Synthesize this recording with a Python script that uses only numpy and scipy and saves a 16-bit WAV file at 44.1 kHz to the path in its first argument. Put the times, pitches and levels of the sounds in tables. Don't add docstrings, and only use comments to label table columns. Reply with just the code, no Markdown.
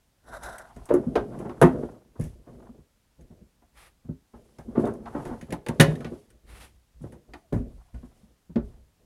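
import sys
import numpy as np
from scipy import signal
from scipy.fft import rfft, irfft
from scipy.io import wavfile
from scipy.ndimage import uniform_filter1d

SR = 44100
rng = np.random.default_rng(int(sys.argv[2]) if len(sys.argv) > 2 else 0)


def materialize(psi):
    bounded = np.clip(np.atleast_2d(psi).T, -1, 1)
    quanta = np.round(bounded * 32767).astype(np.int16)
    wavfile.write(sys.argv[1], SR, quanta)


def to_linear_factor(level_db):
    exponent = np.asarray(level_db, float) / 20
    return 10 ** exponent


N = 399105


def coloured(points, size):
    hz, db = np.transpose(points)
    log_hz = np.log(np.arange(size // 2 + 1) * SR / size + 1)
    gain = to_linear_factor(np.interp(log_hz, np.log(hz), db))
    noise = irfft(rfft(rng.standard_normal(size)) * gain, size)
    return noise / noise.std()


def fade(t, t60):
    return np.exp(-np.log(1000) * t / t60)


def rings(modes, t):
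    hz, db, t60 = np.array(modes, float).T[:, :, None]
    sign = (-1.) ** np.arange(len(modes))[:, None]
    start = (1 - np.exp(-hz * t * 6.1)) ** 2
    decay = fade(t, np.maximum(t60, .02))
    return sign * to_linear_factor(db) * np.sin(2 * np.pi * hz * t) * decay * start


def grains(shape, spread_db):
    return rng.standard_normal(shape) * to_linear_factor(spread_db * rng.standard_exponential(shape))


def rough(points, spread_db, ms):
    hold = int(ms * SR / 1000) + 1
    jumps = np.repeat(rng.standard_normal(N // hold + 1), hold)[:N]
    jumps = uniform_filter1d(jumps, hold)
    noise = coloured(points, N) * to_linear_factor(spread_db * jumps)
    return noise / noise.std()


def resonant(peaks):
    hz = np.geomspace(200, 16000, num=400)
    power = sum(to_linear_factor(2 * db) / (1 + (2 * (hz - f) / w) ** 2) ** 2 for f, w, db in peaks)
    return np.c_[hz, 10 * np.log10(power + 1e-9)]


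def strokes(table, rise_db_s, fall_db_s):
    t, power = np.arange(N) / SR, np.zeros((len(table[0]) - 2, N))
    for s, hold, *db in table:
        first = max(int((s - 70 / rise_db_s) * SR), 0)
        i = slice(first, int((s + hold + 70 / fall_db_s) * SR))
        rise, fall = (t[i] - s) * rise_db_s, (s + hold - t[i]) * fall_db_s
        shape = np.minimum(0, np.minimum(rise, fall))
        power[:, i] += to_linear_factor(2 * (np.array(db)[:, None] + shape))
    return np.sqrt(power)


def played(table):
    s, *columns = np.transpose(table)
    return [np.interp(np.arange(N) / SR, s, c, left=-120, right=-120) for c in columns]


def add(out, sound, s):
    i = int(s * SR)
    out[i:i + len(sound)] += sound[:len(out) - i]


# (frequency [Hz], relative level [dB per Hz])
AIR = [(15, -19.5), (25, -4), (45, 1), (120, -9), (240, -11.5), (330, -18), (600, -20), (2300, -26.5),
       (6000, -29), (10500, -31), (14000, -33.5), (16000, -38.5)]


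def air():
    return to_linear_factor(-68) * coloured(AIR, N)


def yard(hits):
    t, t60_s, return_db = np.arange(SR // 2) / SR, 0.26, -18.5
    spectrum = [(100, -15), (500, -2.5), (1200, -9.5), (4000, -9.5), (12000, -21.5)]  # (Hz, dB per Hz)
    echo = coloured(spectrum, len(t)) * fade(t, t60_s)
    echo = echo / np.sqrt(np.sum(echo ** 2))
    return to_linear_factor(return_db) * signal.fftconvolve(hits, echo)[:N]


# (time [s], frequency [Hz], rms level [dB])
SQUEAK = [(7.41, 717, -83.5), (7.442, 716, -67.5), (7.452, 673, -66), (7.486, 604, -81), (7.51, 603, -80)]


def squeak():
    hz, db = played(SQUEAK)
    return np.sqrt(2) * to_linear_factor(db) * np.sin(2 * np.pi * np.cumsum(hz) / SR)


# (time [s], hold [s], level [dB])
SCUFFS = [(3.775, 0.1, -57.5), (6.5, 0.084, -55), (6.61, 0.04, -52)]
# (frequency [Hz], relative level [dB per Hz])
SCUFF = [(290, -41), (500, -4), (960, -1.5), (1060, -5), (1230, -1), (1530, -5), (1980, -2), (6610, -17),
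         (10700, -10.5), (16000, -30)]


def scuffs():
    gain = strokes(SCUFFS, rise_db_s=498, fall_db_s=450)[0]
    return gain * rough(SCUFF, spread_db=1.9, ms=24.0)


# (time [s], hold [s], rasp level [dB], jingle level [dB])
PULL = [(.285, .02, -52, -63), (.335, 0.029, -40.5, -55.5), (.44, 0.06, -39.5, -54),
        (.53, 0.029, -44, -59.5), (.595, .02, -45, -61), (.65, 0.0068, -53.5, -77)]
# (frequency [Hz], width 6 dB down [Hz], relative level [dB])
RASP = [(660, 240, 3.5), (940, 490, -3.5), (1470, 330, 1.5), (1910, 310, -13)]
# (frequency [Hz], width 6 dB down [Hz], relative level [dB])
JINGLE = [(2980, 670, -9), (3840, 737, 2), (5700, 1700, -2.5), (7840, 1400, -3.5), (10300, 2100, 0),
          (12540, 1400, -17)]


def cable():
    rasp_gain, jingle_gain = strokes(PULL, rise_db_s=450, fall_db_s=400)
    rasp = rough(resonant(RASP), spread_db=1.6, ms=5.0)
    jingle = rough(resonant(JINGLE), spread_db=2.8, ms=9.9)
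    return rasp_gain * rasp + jingle_gain * jingle


# (frequency [Hz], relative level [dB], t60 before any choking [s])
CHASSIS = [(44.7, -16.5, 0.13), (55, -1, 0.66), (74.5, -3.5, 0.93), (79.7, -2.5, 0.37)]
PAN = [(115, -6.5, 0.16), (153, -4.5, 0.23), (178.5, -4, 0.12), (229, -2, 0.14), (258, -10.5, 0.64)]
RIBS = [(289.6, -6, 0.2), (355, -3, 0.16), (409, -4.5, 0.16), (483.4, -3, 0.081), (551.1, -7.5, .15),
        (591, -8, 0.16), (672, -9, 0.051)]


def bed_parts(t):
    return [(np.array(modes)[:, 0], rings(modes, t)) for modes in (CHASSIS, PAN, RIBS)]


# (frequency [Hz], relative level [dB per Hz])
LINER = [(450, -29.5), (650, 6.5), (800, 5.5), (1100, -0.5), (1500, -6.5), (1900, -14.5), (2500, -25),
         (3500, -30.5), (9000, -76)]


def liner(t, t60):
    return coloured(LINER, len(t)) * fade(t, t60) * (1 - np.exp(-t / 0.0022)) ** 2


# (time [s], hold [s], chassis level [dB], body level [dB])
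SHIFTS = [(.24, 0.046, -65, -65), (.29, 0.11, -53, -54), (.44, 0.059, -46, -52.5), (.56, 0.18, -65, -65.5),
          (.775, 0.033, -42, -55), (1.17, 0.025, -40, -50), (1.57, 0.037, -51, -47.5),
          (.93, 0.073, -47, -35), (1.08, 0.41, -53.5, -39), (1.72, 0.085, -46, -32),
          (1.9, 0.024, -67, -45.5), (2.05, 0.11, -65, -64), (2.205, 0.066, -34, -53.5),
          (2.36, 0.045, -61, -58), (2.49, 0.16, -57, -50), (2.75, 0.014, -62, -56),
          (3.19, 0.041, -56, -66.5), (3.21, 0.012, -56, -56.5), (3.32, 0.077, -58, -59),
          (3.75, .14, -60.5, -70.5), (4.36, 0.038, -58, -55), (4.45, 0.13, -70.5, -66),
          (4.66, .1, -49.5, -49), (4.8, 0.097, -58, -32), (4.9, 0.29, -55, -47.5), (5.165, .04, -52, -38),
          (5.26, 0.071, -38, -39.5), (5.5, 0.037, -48.5, -40.5), (5.72, 0.092, -59, -42),
          (5.88, 0.015, -48, -30), (5.96, 0.15, -58.5, -41.5), (6.44, .04, -59.5, -65),
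          (6.49, 0.14, -50.5, -58.5), (6.3, 0.052, -59.5, -64.5), (6.72, 0.033, -57, -78.5),
          (6.96, 0.031, -53, -71.5), (7.29, 0.063, -56.5, -58.5), (7.03, 0.12, -59.5, -52),
          (7.54, 0.084, -33.5, -47.5), (7.65, 0.026, -61, -49), (7.75, 0.027, -46, -70),
          (7.955, .02, -38, -53.5), (8.05, 0.25, -65, -67.5), (8.57, .06, -37, -56), (8.68, 0.12, -49, -63),
          (9.0, .05, -64, -67.5)]
# (time [s], hold [s], liner level [dB], grit hiss level [dB])
SLIDES = [(.66, 0.66, -58.5, -70.5), (1.33, .06, -47.5, -69.5), (1.44, 0.19, -56.5, -71.5),
          (1.72, 0.12, -51.5, -67), (1.9, 0.023, -56.5, -72.5), (2.22, .05, -62.5, -66),
          (2.48, 0.18, -63.5, -76.5), (3.28, .07, -87, -82), (4.35, 0.64, -74.5, -76),
          (4.8, 0.053, -45.5, -63), (5.065, .03, -50.5, -68.5), (5.15, 0.15, -48, -64.5),
          (5.33, 0.22, -60.5, -71), (5.72, 0.051, -58, -69), (5.83, 0.084, -49, -60),
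          (6.0, 0.19, -66.5, -68.5), (6.6, 0.032, -76, -65), (7.03, 0.048, -88.5, -72),
          (7.36, .02, -80, -75), (7.68, 0.18, -73, -77.5), (7.97, 0.25, -73, -76), (8.65, .04, -67, -74)]
# (frequency [Hz], relative level [dB per Hz])
GRIT = [(1180, -32.5), (2000, -3), (2460, -6), (3230, -4), (3770, -7.5), (5990, -7), (6880, -8.5),
        (11000, -5.5), (16000, -37)]


def dragging(t):
    chassis, body = strokes(SHIFTS, rise_db_s=800, fall_db_s=170)
    sheet, grit = strokes(SLIDES, rise_db_s=250.5, fall_db_s=120.5)
    out = sheet * rough(LINER, 5.5, 11.0) + grit * rough(GRIT, 1.5, 11.0)
    gains = (chassis, body * to_linear_factor(-2.0), body * to_linear_factor(-3.5))
    for (_, ringing), gain in zip(bed_parts(t), gains):
        slips = grains(N, 2.2) * (rng.random(N) < .08)
        damped = ringing.sum(0) * fade(t, 0.087)
        ring = signal.fftconvolve(slips, damped)[:N]
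        out = out + gain * ring / ring.std()
    return out


# (time [s], relative crack level [dB], relative bright edge level [dB], glint [Hz], tail t60 [s])
TICKS = [(0.434, -44.5, -40, 9340, 0.2), (0.5822, -45, -40, 8500, 0.077), (0.7631, -54, -58, 7990, 0.2),
         (0.8549, -59, -46.5, 8100, 0.12), (0.8898, -44.5, -53, 3800, 0.33),
         (0.9384, -54, -39, 10000, 0.13), (1.155, -27, -43, 4000, 0.14),
         (1.3891, -50.5, -51.5, 10100, 0.25), (1.4933, -46, -63.5, 3610, 0.13),
         (1.6143, -26, -27, 10600, 0.17), (1.6244, -26, -31, 10200, 0.11),
         (2.1968, -56.5, -50, 10000, 0.13), (2.2098, -46.5, -46, 10300, 0.26),
         (2.2383, -57, -48, 9100, 0.23), (3.2094, -64, -62, 6420, 0.13),  (4.5849, -54, -55, 5260, 0.21),
         (4.797, -53, -52.5, 9560, 0.091), (4.8542, -48, -48, 3660, 0.11), (4.8724, -60, -52, 9360, 0.092),
         (4.9366, -70, -54, 9600, 0.093), (5.057, -47.5, -79, 3640, 0.14),
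         (5.2524, -44.5, -50, 10700, 0.33), (5.4115, -43, -49.5, 6540, 0.16),
         (5.5054, -40.5, -48.5, 6880, 0.076), (5.524, -30.5, -36.5, 9860, 0.1),
         (5.6634, -33, -43.5, 4600, 0.075), (5.6849, -28, -34.5, 9320, 0.077),
         (5.799, -3, -16.5, 3840, 0.12), (5.8074, -9.5, -11, 9560, 0.083),
         (5.9544, -42.5, -49, 3730, 0.075), (6.0058, -43.5, -56, 4130, 0.12),
         (6.0456, -33.5, -53, 3700, 0.13), (6.3025, -55.5, -57, 8700, 0.097),
         (7.0194, -74, -59.5, 9640, 0.17), (7.1221, -54, -56, 9910, 0.16), (7.3356, -36, -55, 4670, 0.083),
         (7.5262, -45, -49.5, 4020, 0.33), (7.9444, -57, -64, 7760, 0.34), (8.5581, -39, -65, 4430, 0.12)]
# (frequency [Hz], relative level [dB per Hz])
CRACK = [(400, -49.5), (1000, -12.5), (1800, 3), (3000, -6.5), (5000, -14), (7000, -21), (14000, -50)]
EDGE = [(1500, -51), (4000, -15.5), (6000, -1.5), (8000, -2.5), (10300, 1), (13000, -9), (16000, -16.5)]
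# (frequency [Hz], relative level [dB], t60 before the tail's own fade [s])
HOOK = [(1468, 1, 0.45), (1816, -3, 0.22), (1930, -8, 0.33), (2439, -5, 0.17), (2960, -6, 0.073),
        (3070, -12.5, 0.3), (3655, -10.5, 0.15), (3760, -18.5, 0.32), (4247, -14.5, 0.14),
        (6700, -14.5, 0.13)]


def ticks():
    out, t = np.zeros(N), np.arange(SR // 4) / SR
    partials = rings(HOOK, t)
    hook_db, spread_db = -18, 6.3
    for s, crack_db, edge_db, hz, t60 in TICKS:
        hiss = to_linear_factor(crack_db) * coloured(CRACK, len(t)) + to_linear_factor(edge_db) * coloured(EDGE, len(t))
        glint = 1.8 * to_linear_factor(edge_db) * np.sin(2 * np.pi * hz * t) * fade(t, 0.03)
        steel = to_linear_factor(crack_db + hook_db + spread_db * rng.standard_normal(len(HOOK))) @ partials
        crack_and_tail = .5 * fade(t, .03) + 0.61 * fade(t, max(t60, .01))
        sound = hiss * crack_and_tail + glint
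        onset = 1 - np.exp(-t / .0003)
        add(out, 0.5 * sound * onset + steel * fade(t, 1.5 * t60), s)
    return out


# (time [s], floor pan peak [dB], ribs peak [dB], liner peak [dB], favoured pitch [Hz])
KNOCKS = [(0.761, -39, -40.5, -45, 122), (.888, -39, -36, -33.5, 320), (.905, -27, -8, -24.5, 516),
          (.936, -36, -7, -26.5, 323), (1.062, -18, -36, -49, 277), (1.154, -29.5, -10.5, -18, 466.5),
          (1.319, -45, -39.5, -43, 355), (1.397, -43, -27, -39, 363.5), (1.451, -38.5, -26.5, -36.5, 382.5),
          (1.49, -36, -30, -33, 310), (1.614, -10.5, -4, -5.5, 457), (1.629, -4.5, -4, -24.5, 163.6),
          (1.645, -10.5, -7, -21, 355), (1.829, -27, -21.5, -41, 226), (2.154, -56, -46.5, -49, 234),
          (2.192, -18.5, -27, -45.5, 130), (2.238, -31.5, -38.5, -65, 160), (2.47, -46, -43, -47.5, 258),
          (2.691, -39.5, -67, -76, 246), (2.78, -46, -52, -64, 129), (3.187, -48, -51.5, -63, 154),
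          (3.3, -42.5, -54, -57.5, 167), (3.414, -44, -55, -82, 167), (3.618, -63.5, -57, -56.5, 232),
          (4.045, -39.5, -55, -59.5, 137), (4.086, -22.5, -33.5, -54.5, 131.3),
          (4.335, -43, -43, -46.5, 229), (4.584, -37.5, -39, -43, 127), (4.681, -31.5, -36.5, -54, 236),
          (4.752, -39, -27.5, -31, 420), (4.773, -15, -11, -32.5, 234), (4.835, -21.5, -18.5, -26, 223),
          (4.862, -42, -20, -28, 425), (5.021, -70, -42, -57, 468), (5.057, -56, -58, -35.5, 334),
          (5.146, -30, -22.5, -29.5, 228), (5.252, -39, -31, -34, 122), (5.308, -29, -36, -37, 240),
          (5.42, -32.5, -38, -56.5, 208), (5.521, -26.5, -22, -30.5, 169), (5.663, -43, -29.5, -34, 498),
          (5.686, -18.5, -21.5, -30.5, 137), (5.797, -0.5, -4, -13.5, 148.6), (5.881, -16.5, -29, -50, 149),
          (5.926, -23.5, -36, -48, 150), (6.009, -38, -57, -43, 141), (6.046, -28, -29, -38.5, 153),
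          (6.115, -35.5, -27, -46, 380), (7.008, -34, -56, -59, 184), (7.036, -29, -30.5, -45.5, 127),
          (7.123, -39, -46, -49.5, 138), (7.286, -50.5, -51.5, -61, 128), (7.335, -50, -40.5, -39.5, 265),
          (7.524, -20, -18, -32.5, 135), (7.553, -15, -32, -42, 110), (7.6, -28, -39, -55, 250),
          (7.941, -34, -50, -51.5, 115), (8.027, -37, -45, -53.5, 251), (8.231, -47.5, -66, -70, 198.5),
          (8.495, -36.5, -47, -60, 172), (8.558, -15.5, -19, -35, 224)]
LINER_T60_S, RATTLE_MS, HEAVY_RATTLE = .15, 7.0, 0.28
PLACE_DB, PLACE_OCTAVES, FAR_DB_PER_OCTAVE = 3, 0.21, 3.5
CHASSIS_DB, CHASSIS_PER_PAN_DB, CHASSIS_DB_PER_OCTAVE = -28, 0.5, -1.5
SETTLE_S = 0.098


def knocks(t):
    out, touch = np.zeros(N), t[:SR // 16]
    parts = bed_parts(t)
    for s, pan_db, ribs_db, liner_db, hz in KNOCKS:
        pitch_db = CHASSIS_DB_PER_OCTAVE * np.log2(hz / 200)
        chassis_db = CHASSIS_DB + CHASSIS_PER_PAN_DB * pan_db + pitch_db
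        force = grains(len(touch), 2.5) * touch * np.exp(-1000 * touch / RATTLE_MS)
        force = force / np.sqrt(np.sum(force ** 2))
        heavy = HEAVY_RATTLE * force
        force[0] = heavy[0] = 1.2
        settle = SETTLE_S * to_linear_factor(.15 * max(pan_db, ribs_db))
        choke = np.exp(-(t / settle) ** 2)
        sounds = [liner(t, LINER_T60_S)]
        for mode_hz, ringing in parts:
            octaves = np.log2(mode_hz / hz)
            near_db = 8.6 * np.exp(-(octaves / PLACE_OCTAVES) ** 2) - FAR_DB_PER_OCTAVE * np.abs(octaves)
            place_db = PLACE_DB * rng.standard_normal(len(mode_hz))
            sounds.append(to_linear_factor(near_db + place_db) @ ringing)
        levels = (liner_db, chassis_db, pan_db, ribs_db)
        pushes = (force, heavy, heavy, (force + heavy) / 2)
        for sound, db, push in zip(sounds, levels, pushes):
            ring = signal.fftconvolve(push, sound * choke)
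            add(out, to_linear_factor(db) * ring / np.abs(ring).max(), s)
    return out


def scene():
    t = np.arange(SR // 2) / SR
    hits = knocks(t) + ticks()
    friction = dragging(t) + scuffs() + cable() + squeak()
    return (hits + yard(hits) + friction + air())[None]


def roll_off(x):
    return signal.sosfilt(signal.butter(12, 16480, fs=SR, output="sos"), x)


def record(dry):
    rounded = np.tanh(1.227 * dry) / 1.147
    bass_cut = signal.butter(1, 25., "high", fs=SR, output="sos")
    top_cut = signal.ellip(8, .2, 60, 15900, fs=SR, output="sos")
    rounded = signal.sosfilt(bass_cut, rounded)
    finished = signal.sosfilt(top_cut, rounded)
    return roll_off(finished)


dry = scene()
out = record(dry)
materialize(out)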